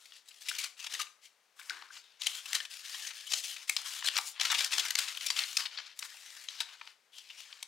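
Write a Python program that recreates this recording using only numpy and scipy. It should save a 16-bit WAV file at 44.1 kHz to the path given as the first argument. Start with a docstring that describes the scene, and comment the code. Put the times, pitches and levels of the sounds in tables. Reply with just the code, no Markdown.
"""At a desk in a small quiet room, hands turn a roll of label paper, pull its loose end free and wind it back.
The stiff strip slides over itself and the fingers: random grains make a hiss, coloured as the strip bends.
Creases large and small buckle as short runs of clicks, and dull knocks of fading noise sound, the low ones from
the roll. Scattered echoes answer over faint steady room noise; all of it is louder on the left."""
import sys
import numpy as np
from scipy import signal
from scipy.fft import rfft, irfft
from scipy.io import wavfile
from scipy.ndimage import uniform_filter1d

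SR = 44100
rng = np.random.default_rng(int(sys.argv[2]) if len(sys.argv) > 2 else 0)


def persist_wave(psi):
    """Save psi, clipped to +-1, as 16-bit WAV."""
    counts = np.round(np.clip(psi, -1, 1) * 32767).astype(np.int16)
    wavfile.write(sys.argv[1], SR, np.atleast_2d(counts).T)


N = 338247

# strokes of sliding paper: start t/s, length t/s, level/dB, swell over the length/dB, body/dB, air/dB,
# ring of the curled strip f/Hz, ring level/dB, small crinkles/(1/s)
STROKE_ROWS = [(0.0, 0.087, -58.5, -4, 0, 3.5, 3610, 4.5, 10),
               (0.092, 0.086, -65, 10, -13, -4, 1420, 10, 14), (0.251, 0.13, -66, 5.5, -7, 2, 1870, 7, 17),
               (0.41, 0.024, -47.5, -5.5, -9, 2.5, 2410, 0, 41),
               (0.455, 0.112, -46.5, 0.5, -4, -1, 2100, 6.5, 7.5),
               (0.582, 0.068, -44, 3, -3, 1, 2230, 9.5, 16),
               (0.773, 0.076, -54.5, 7.5, 0, -0.5, 2640, 9, 26),
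               (0.901, 0.14, -43.2, -11, 0.5, -1, 1000, 5, 22.5),
               (1.221, 0.035, -63, 8, -10, 1, 2120, 9, 32),
               (1.562, 0.12, -63.5, 7.5, 9, 6.5, 1010, 3, 16.5),
               (1.693, 0.21, -49, -14, 15, -4, 1650, 2, 28.5),
               (1.915, 0.075, -55, 1.5, 1, -2, 7130, 4, 14.5), (2.03, 0.2, -62, -9.5, 1, -8, 3590, 4, 16),
               (2.204, 0.078, -47.5, 3, -3, -5.5, 6540, 8, 12.5),
               (2.279, 0.12, -44, -2, 1.5, 3.5, 3250, 7.5, 3.5),
               (2.422, 0.14, -55.5, 16.5, 1, -0.5, 1730, 3, 6),
               (2.532, 0.11, -46.5, -6, -1, 1.5, 1880, 8, 11), (2.703, 0.171, -47, -8, -6, 0, 1650, 6, 18),
               (2.841, 0.24, -48, 5, -4.5, 0.5, 1800, 7, 21.5),
               (3.131, 0.23, -49.4, -3.5, -7.5, -1, 1770, 8.5, 14),
               (3.299, 0.089, -40.5, 2.5, -9, 0.5, 7020, 3, 0),
               (3.431, 0.11, -39.5, -5.5, -5, 4, 3150, 7, 9.5),
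               (3.565, 0.066, -54, 4.5, -1, -1, 1000, 8, 0), (3.68, 0.17, -43.1, -20, -4, 4.5, 2030, 8, 14),
               (3.774, 0.077, -40, -15, 3, -2, 3300, 4, 16),
               (3.848, 0.15, -40.5, -4.5, 2.5, 3.5, 3260, 3, 5.5),
               (4.002, 0.15, -51.5, 9, 1, -3, 2880, 7.5, 17.5), (4.136, 0.099, -47, 0, -4, 7, 990, 0, 22),
               (4.253, 0.037, -41.5, 0.5, -15, 6.5, 1000, 4, 0),
               (4.324, 0.056, -63.5, 15, 6, -33, 3390, 3, 14), (4.4, 0.093, -41, 3.5, -1, -4, 990, 9, 35.5),
               (4.509, 0.15, -40.5, 3.5, 0, -3, 2500, -1.5, 21),
               (4.712, 0.22, -38, -7, 4, -1, 2030, 1, 18.5), (4.974, 0.2, -34.5, -15, 2, -0.5, 2540, 2, 4),
               (5.176, 0.055, -50.5, 0, 0, -1, 3600, 5, 0), (5.213, 0.14, -44, -2.5, -1.5, 1.5, 2560, 6, 0),
               (5.362, 0.081, -34, -7, 1.5, 0, 2360, 7.5, 13.5),
               (5.454, 0.16, -43.5, -5, -7, 0.5, 1110, 6, 14),
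               (5.585, 0.067, -34.5, -12.5, 6, 0, 4720, 7, 14),
               (5.709, 0.22, -49, -10, 1.5, -13, 5550, 5.5, 22),
               (5.952, 0.099, -67, 21, 5, 3.5, 1750, 3, 22), (6.083, 0.37, -54, 1, -2, 1, 1920, 8, 12),
               (6.481, 0.14, -52.6, 2, -1.5, -5.5, 5640, 5, 21),
               (6.59, 0.15, -57.5, 4, 3.5, -8.5, 1620, 2, 16.5),
               (6.746, 0.16, -64, 6, 1, -6.5, 990, 1, 9.5),
               (7.127, 0.068, -59, 9.5, -6, -0.5, 3160, 9.5, 13),
               (7.231, 0.132, -60.5, 4, -3, -3, 2480, 5.5, 8),
               (7.376, 0.064, -48.5, -7, -3.5, -1, 2900, 4, 16),
               (7.446, 0.208, -56, -5.5, 4, -5.5, 7260, 5, 14.5)]


def gain_of(db):
    """Turns decibels into an amplitude factor."""
    return 10 ** (np.asarray(db) / 20)


def evened(x):
    """Scales a signal to an average strength (rms) of 1."""
    return x / np.sqrt(np.mean(x ** 2) + 1e-20)


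def read(points, hz):
    """Reads a table between its points, along a logarithmic frequency axis."""
    f, value = np.transpose(points)
    return np.interp(np.log(hz + 1), np.log(f + 1), value)


def coloured(x, points):
    """Filters a sound by a table of frequency and level."""
    gain = gain_of(read(points, np.fft.rfftfreq(N, 1 / SR)))
    return irfft(rfft(x) * gain, N)


def add(mix, s, sound):
    """Adds a sound into the mix, starting at s seconds."""
    part = mix[max(round(s * SR), 0):][:len(sound)]
    part += sound[:len(part)]


def causal(db):
    """Builds the filter with these levels that answers at once and then rings out (minimum phase)."""
    log_gain = np.log(gain_of(np.r_[db, db[-2:0:-1]]))
    return np.exp(np.conj(signal.hilbert(log_gain)))[:len(db)]


def ripple(shape, size):
    """Makes smooth random hills and dips along the first axis, with rms 1."""
    noise = rng.standard_normal(shape)
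    smooth = uniform_filter1d(noise, size, axis=0)
    return evened(uniform_filter1d(smooth, size, axis=0))


def sheet_db(spectrum, hz, body_db, air_db, ring_hz, ring_db,
             body_hz=1950, air_hz=6100, leak_hz=750, ring_width=0.12):
    """A wide loose patch of paper adds body, a tight one adds air; its curl makes one resonance."""
    # bass leaks round the edges of the sheet, so the body lies between leak_hz and body_hz
    body = 1 / (1 + (hz / body_hz) ** 6) - 1 / (1 + (hz / leak_hz) ** 6)
    air = 1 - 1 / (1 + (hz / air_hz) ** 6)
    ring = 1 / (1 + ((hz / ring_hz - 1) / ring_width) ** 2)
    return read(spectrum, hz) + body_db * body + air_db * air + ring_db * ring


def hush(level_db=-72, apart=.4):
    """Faint steady room noise: one noise shared by both sides plus a weaker one of each side's own."""
    # still air: f/Hz, relative level/(dB per Hz)
    hush_colour = [(25, -33), (70, -33), (130, -17.5), (210, -9.5), (300, -12), (420, -2), (600, -2),
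                   (1050, -1), (2000, 0.5), (6000, -5.5), (10000, -12), (15500, -18.5)]
    shared = rng.standard_normal(N)
    own = rng.standard_normal((2, N))
    return gain_of(level_db) * evened(coloured(shared + apart * own, hush_colour))


def stroke_power(t, start, length, db, swell_db, attack_s=0.022, release_db_per_s=400.5):
    """A stroke grips quickly, swells or eases while the hand moves, then the strip coasts to rest."""
    grip = np.clip((t - start) / attack_s + .5, 0, 1)
    held_db = db + swell_db * np.clip((t - start) / length, 0, 1)
    fall_db = release_db_per_s * np.maximum(t - start - length, 0)
    return (grip * gain_of(held_db - fall_db)) ** 2 + 1e-14


def slide(level_db=0.6, grains_per_s=7000, grain_db=3.0, fibre_db=-7,
          clump_db=1.22, hard_clump_db=1.5, patch_db=2.5):
    """Fibres catch and let go, in rougher clumps when pulled hard; the colour drifts as the strip bends."""
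    # rubbed sheet: f/Hz, relative level/(dB per Hz)
    rubbed_colour = [(30, -66), (100, -57), (200, -43), (330, -40.5), (500, -25.5), (750, -17), (1300, -8),
                     (2100, -5), (3000, -1), (5000, -2.5), (7000, -6), (10000, -11.5), (15500, -21.5)]
    hits = (rng.random(N) < grains_per_s / SR) * rng.choice([-1, 1], N)
    grains = hits * gain_of(grain_db * np.minimum(rng.exponential(1, N), 5))
    drive = evened(grains) + gain_of(fibre_db) * rng.standard_normal(N)
    hz, t, z = signal.stft(drive, SR, nperseg=512, noverlap=384)

    powers = np.array([stroke_power(t, *row[:4]) for row in STROKE_ROWS])
    total_power = powers.sum(0)
    shapes_db = np.array([sheet_db(rubbed_colour, hz, *row[4:8]) for row in STROKE_ROWS])
    bending_db = shapes_db.T @ (powers / total_power)  # the strongest stroke counts most
    drift = evened(uniform_filter1d(ripple(z.shape, size=2), size=12, axis=1))
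    colour = gain_of(bending_db + patch_db * drift)
    even_colour = colour / np.linalg.norm(colour, axis=0)  # changes the tone, not the loudness
    rub = signal.istft(z * even_colour, SR, nperseg=512, noverlap=384)[1][:N]

    pull_db = np.interp(np.arange(N) / SR, t, 10 * np.log10(total_power))
    roughness_db = np.interp(pull_db, [-46, -34], [clump_db, hard_clump_db])
    clumps = gain_of(roughness_db * ripple(N, size=200))
    return evened(rub * clumps) * gain_of(level_db + pull_db)


def room(x, gap_s=.006, echoes_per_s=4000):
    """Scattered echoes from desk and walls; each band dies at its own speed, and the sides differ by band."""
    # time to die away by 60 dB: f/Hz, t/s
    decay_times = [(200, 1.3), (500, .5), (1200, 0.43), (3000, 0.32), (7000, 0.38), (15000, 0.4)]
    # echo strength: f/Hz, level/dB
    echo_levels = [(200, -10), (480, -8.5), (900, -9.5), (3000, -11.3), (7000, -11), (15000, -12)]
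    # left-right likeness of the echoes: f/Hz, likeness (1 same, 0 unrelated, below 0 opposed)
    likeness = [(100, 0.795), (1000, 0.88), (4000, 0.85), (8000, 0.51), (15000, -.7)]
    present = rng.random((2, SR)) < echoes_per_s / SR
    taps = rng.standard_normal((2, SR)) * present * (np.arange(SR) > gap_s * SR)
    hz, t, (left, other) = signal.stft(evened(taps), SR, nperseg=256)
    alike = np.clip(read(likeness, hz), -1, 1)[:, None]
    right = alike * left + np.sqrt(1 - alike ** 2) * other

    t60 = read(decay_times, hz)[:, None]
    even_energy = np.sqrt(2 * np.log(1000) / (t60 * SR))  # a long tail is no stronger overall
    fade = 1000 ** (-t / t60) * even_energy
    strength = gain_of(read(echo_levels, hz))[:, None]
    tail = signal.istft(np.array([left, right]) * fade * strength, SR, nperseg=256)[1]
    return signal.fftconvolve(x[None], tail, axes=1)[:, :N]


def crease(length, shape, clicks_per_s=4200, spread_db=4, fade_db=17, crest=0.3, ripple_db=3, size=4096):
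    """A fold runs through the sheet as a train of clicks that ring the bent patch."""
    # buckling sheet: f/Hz, relative level/(dB per Hz)
    paper_colour = [(30, -71), (100, -61.5), (200, -46), (330, -38.5), (500, -26), (750, -18), (1300, -8),
                    (2100, -5), (3000, -0.5), (5000, -2.5), (7000, -5.5), (10000, -12), (15500, -23)]
    hz = np.fft.rfftfreq(size, 1 / SR)
    span = int(np.clip(length * SR, 8, size / 2))
    place = np.r_[0, rng.random(size)][:2 + int(length * clicks_per_s)]  # 0 to 1 along the fold
    chance = rng.standard_normal((size, 2))[:len(place)]
    # the fold gathers speed, snaps through at the crest and runs out
    click_db = spread_db * np.clip(chance[:, 1], -2, 2) - fade_db * abs(place - crest)
    sizes = np.sign(chance[:, 0]) * gain_of(click_db)
    clicks = np.bincount((place * span).astype(int), sizes, size)
    colour_db = sheet_db(paper_colour, hz, *shape) + ripple_db * ripple(len(hz), size=22)
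    ringing = irfft(rfft(clicks) * causal(colour_db))
    return evened(ringing) * np.sqrt(span / size)  # as much energy as rms 1 over the span


def crinkles(count=8, length_s=.007):
    """Small creases give way at random during a stroke, following its strength and brightness."""
    lowest_db, highest_db = -2.75, 4.25  # range of levels relative to the stroke
    low_ring_hz, high_ring_hz, ring_db = 1700, 6000, 5
    out = np.zeros(N)
    for start, length, db, swell_db, body_db, air_db, *_, per_s in STROKE_ROWS:
        for k, (when, size, patch) in enumerate(rng.random((count, 3))):
            into = (k + when) / max(per_s, 1e-3)  # seconds after the stroke starts
            if into >= length:
                continue
            ring_hz = low_ring_hz * (high_ring_hz / low_ring_hz) ** patch
            click = crease(length_s, (body_db, air_db, ring_hz, ring_db))
            stroke_db = db + swell_db * into / length
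            lift_db = lowest_db + (highest_db - lowest_db) * size
            add(out, start + into, gain_of(stroke_db + lift_db) * click)
    return out


def creases(level_db=0.5):
    """Large folds buckle loudly, each a run of clicks with its own length and colour."""
    # buckling creases: t/s, level before level_db/dB, length t/s, body/dB, air/dB,
    # ring of the bent patch f/Hz, ring level/dB
    crease_rows = [(0.055, -54.5, 0.0099, -6, 0, 2100, 8), (0.1214, -49.5, 0.0045, 1, -19, 3300, 10),
                   (0.2843, -53, 0.016, -6, 9, 4010, 6), (0.3086, -55.5, 0.0134, -11, -10, 2620, 12),
                   (0.4853, -31.5, 0.0061, -14.5, -1, 2220, 17), (0.4915, -34.5, 0.011, -14, 5.5, 2770, 14),
                   (0.513, -37.5, 0.0054, 7, -20, 1520, 9), (0.5495, -41, 0.0073, -5, 1, 3140, 8),
                   (0.5844, -36.5, 0.019, -21, 2.5, 2290, 7), (0.61, -46.4, 0.0107, 6, 11, 7200, 10),
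                   (0.6387, -36.5, 0.015, -11.5, -1, 1430, 15), (0.7978, -45.5, 0.013, -10, -3, 6200, 7),
                   (0.827, -48.6, 0.009, -5, -5, 6550, 8), (0.843, -43.1, 0.0089, 3, 2, 3380, 7),
                   (0.8644, -39.5, 0.014, 3, -3, 1000, 3), (0.935, -37.5, 0.0113, -4, 1, 6470, 3),
                   (0.947, -38.5, 0.013, -6, -1, 1910, 13), (0.9925, -36.5, 0.022, 0.5, -1, 1200, 13),
                   (1.009, -37, 0.023, -9, 0.5, 1030, 9), (1.068, -50, 0.0049, 1, -14, 2500, 13),
                   (1.5913, -50.5, 0.02, 19, 9, 3580, 7), (1.613, -51, 0.0076, 11, -31, 2370, 11),
                   (1.6956, -34.5, 0.0062, -13, -10, 1190, 6), (1.703, -37.5, 0.011, 9.5, -4, 1600, 18),
                   (1.822, -45.5, 0.005, 10, -25, 990, 11), (1.9034, -49.5, 0.0085, 16, -20, 1560, 16),
                   (1.968, -49.5, 0.0069, 7, -20, 1380, 10), (2.218, -32.5, 0.0046, -12, -3, 3410, 7),
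                   (2.235, -39, 0.004, -10, 1, 2620, 12), (2.2596, -37.9, 0.0147, -10, 2, 3700, 7),
                   (2.2682, -24.5, 0.0065, -2.5, 3, 3100, 12), (2.457, -42.5, 0.0127, 6, 2, 2900, 11),
                   (2.5305, -29.0, 0.0048, -5, -3, 1900, 8), (2.5474, -29, 0.0135, -11, 1, 1820, 13.5),
                   (2.602, -35.5, 0.0066, 0, -13, 1750, 17), (2.651, -41.5, 0.0094, 2, -2, 3110, 5),
                   (2.944, -40.1, 0.0103, 6, -1, 3250, 8), (3.0753, -39.5, 0.0049, -6, -2.5, 5900, 18),
                   (3.1023, -46, 0.022, 6.5, -9, 1720, -2), (3.2666, -45.0, 0.025, -2, 10, 3220, 18),
                   (3.3184, -32.5, 0.0066, 2, -7, 1420, -1), (3.335, -27, 0.0095, -5.5, -4, 6400, 6.5),
                   (3.562, -44.5, 0.016, -4, -8, 2100, 10), (3.6944, -25.5, 0.0084, 1.5, 9.5, 2360, 8.5),
                   (3.765, -27.5, 0.0086, -6.5, -6, 1500, -0.5), (3.817, -45, 0.0032, -4, 10, 5970, 6),
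                   (4.0245, -37.5, 0.004, 9, -21, 1860, 10), (4.0422, -37.5, 0.02, -2, -3, 1580, 6),
                   (4.058, -33.5, 0.023, -5, 5.5, 4510, 4), (4.0729, -30.1, 0.016, -0.5, -2, 3420, 11.5),
                   (4.085, -26, 0.0053, -3, -5, 1780, 9), (4.1558, -36.5, 0.009, 9, -7, 6180, 11),
                   (4.1652, -27.5, 0.0082, 0, -14.5, 7200, 5), (4.1765, -30, 0.0065, 12, 6, 3020, 9),
                   (4.1842, -26.5, 0.0058, 16.5, -2, 3870, 6), (4.3982, -30.5, 0.0055, -4, -13, 3060, 9),
                   (4.409, -28, 0.011, -2, -9.5, 5760, 1), (4.449, -29.7, 0.0146, -7, -9.5, 1340, 13),
                   (4.5014, -30.5, 0.013, 3, -18, 6540, 7.5), (4.513, -30, 0.017, 3.5, -2, 6000, 5),
                   (4.5246, -33, 0.011, 17, -6, 2280, 11), (4.541, -32.3, 0.018, 2, -7, 7200, 1),
                   (4.547, -34, 0.019, -1, -17, 2460, 4), (4.5826, -31, 0.021, -7, -4, 6540, -1),
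                   (4.604, -31.0, 0.015, -1, -7, 3740, 0), (4.645, -27.5, 0.0047, -1, 7, 3320, 6),
                   (4.722, -33.5, 0.008, 1, -2, 2690, 3), (4.7304, -30, 0.0152, 2, -2, 3180, 2),
                   (4.7808, -27.5, 0.0084, -6, -4.5, 1000, 6.5), (4.7923, -29.5, 0.016, -11, -6, 6480, 4),
                   (4.85, -37, 0.017, 5, 1, 1410, 7), (4.883, -39, 0.005, -4, 8, 4250, 10),
                   (4.906, -28.5, 0.0059, -0.5, -2, 1900, 1), (4.9536, -24.5, 0.0048, -2.5, -2, 6400, 3),
                   (4.986, -27.3, 0.011, 2.5, 4, 3930, 8), (5.079, -40, 0.023, 3.5, -5, 7150, 2),
                   (5.149, -41.5, 0.0037, -10, -12, 4360, 2), (5.172, -36, 0.0056, 1, 4, 3270, 12),
                   (5.2094, -38.4, 0.0071, -2, -6, 2550, 5), (5.2633, -30.8, 0.011, -17, 2.5, 1670, 3),
                   (5.2849, -37.5, 0.0085, -3, 1, 5400, 12), (5.302, -27.0, 0.0087, 2, -6, 7100, 5),
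                   (5.3884, -28.0, 0.0086, -9, -10, 4300, 9), (5.4365, -32.5, 0.0055, 2, -6, 4450, 11),
                   (5.5692, -24, 0.008, -7.5, 0, 5340, 8.5), (5.6546, -36.5, 0.017, 2, -16, 4260, 5),
                   (5.7735, -39.5, 0.013, -8, -28, 4170, 9.5), (5.7845, -40, 0.013, 0, -31, 7200, 6),
                   (5.7983, -44.5, 0.0098, 0, -28, 7200, 14), (5.86, -52, 0.025, -11, -13, 5000, 2),
                   (5.9908, -37.5, 0.007, -3, 14, 5500, 6), (6.0243, -38, 0.007, 3.5, -26, 6730, 6),
                   (6.4855, -36, 0.0068, -4.5, -12.5, 7200, 7), (6.604, -29.5, 0.0083, 13.5, 4.5, 3840, 14),
                   (6.612, -40, 0.012, 4, -6, 1595, 9), (6.8123, -43, 0.0071, 15, -30, 2380, 7),
                   (6.8737, -46.5, 0.0058, 9, -17, 2530, 3), (7.2985, -48.5, 0.02, 0, -13, 3240, 11),
                   (7.527, -43.5, 0.0052, -3, -31, 3630, 6), (7.6275, -37, 0.0056, -5, -1, 2730, 4.5)]
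    out = np.zeros(N)
    for s, db, length, *shape in crease_rows:
        add(out, s, gain_of(db + level_db) * crease(length, shape))
    return out


def bumps(width=0.28):
    """Dull knocks of fading noise, each a band around its own pitch: the low, slow ones come as the roll bumps
    the hand and its tight layers shuffle and settle; the short, higher ones are brief dull taps."""
    # knocks: t/s, starting level/dB, pitch f/Hz, time to die away by 60 dB t/s
    bump_rows = [(.52, -75, 430, 0.49), (.92, -71, 420, 0.54), (1.699, -71, 385, 0.54),
                 (3.333, -56, 720, 0.053), (3.695, -48, 930, 0.064), (4.185, -34, 1090, 0.043),
                 (4.74, -66, 377, 0.52), (6.117, -54, 1500, 0.054), (6.143, -60, 840, 0.049)]
    out = np.zeros(N)
    t, hz = np.arange(SR) / SR, np.fft.rfftfreq(SR, 1 / SR)
    for s, db, pitch_hz, t60 in bump_rows:
        fade = 1000 ** (-t / t60)
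        off_pitch = (hz / pitch_hz - 1) / width
        band_db = np.maximum(-20 * np.log10(1 + off_pitch ** 4), -80)
        burst = rng.standard_normal(SR) * fade
        knock = irfft(rfft(burst) * causal(band_db), SR)
        add(out, s, gain_of(db) * evened(knock) * np.sqrt(np.mean(fade ** 2)))
    return out


def scene():
    """Adds the paper, its echoes and the still air, then makes the left side louder."""
    # balance: f/Hz, left minus right level/dB
    balance = [(60, 6), (500, 7), (4000, 7), (8000, 7), (14000, 6)]
    paper = slide() + creases() + crinkles() + bumps()
    both = rfft(paper + room(paper) + hush())
    lean = gain_of(read(balance, np.fft.rfftfreq(N, 1 / SR)))
    sides = np.array([2 * lean, 2 * np.ones_like(lean)]) / (1 + lean)  # the two gains average 1
    return irfft(both * sides, N)


def record(dry, edge_hz=15850):
    """A steep low-pass filter ends the treble near edge_hz."""
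    low_pass = signal.firwin(511, edge_hz, window=("kaiser", 9), fs=SR)
    return signal.oaconvolve(dry, low_pass[None], "same")


dry = scene()
out = record(dry)
persist_wave(out)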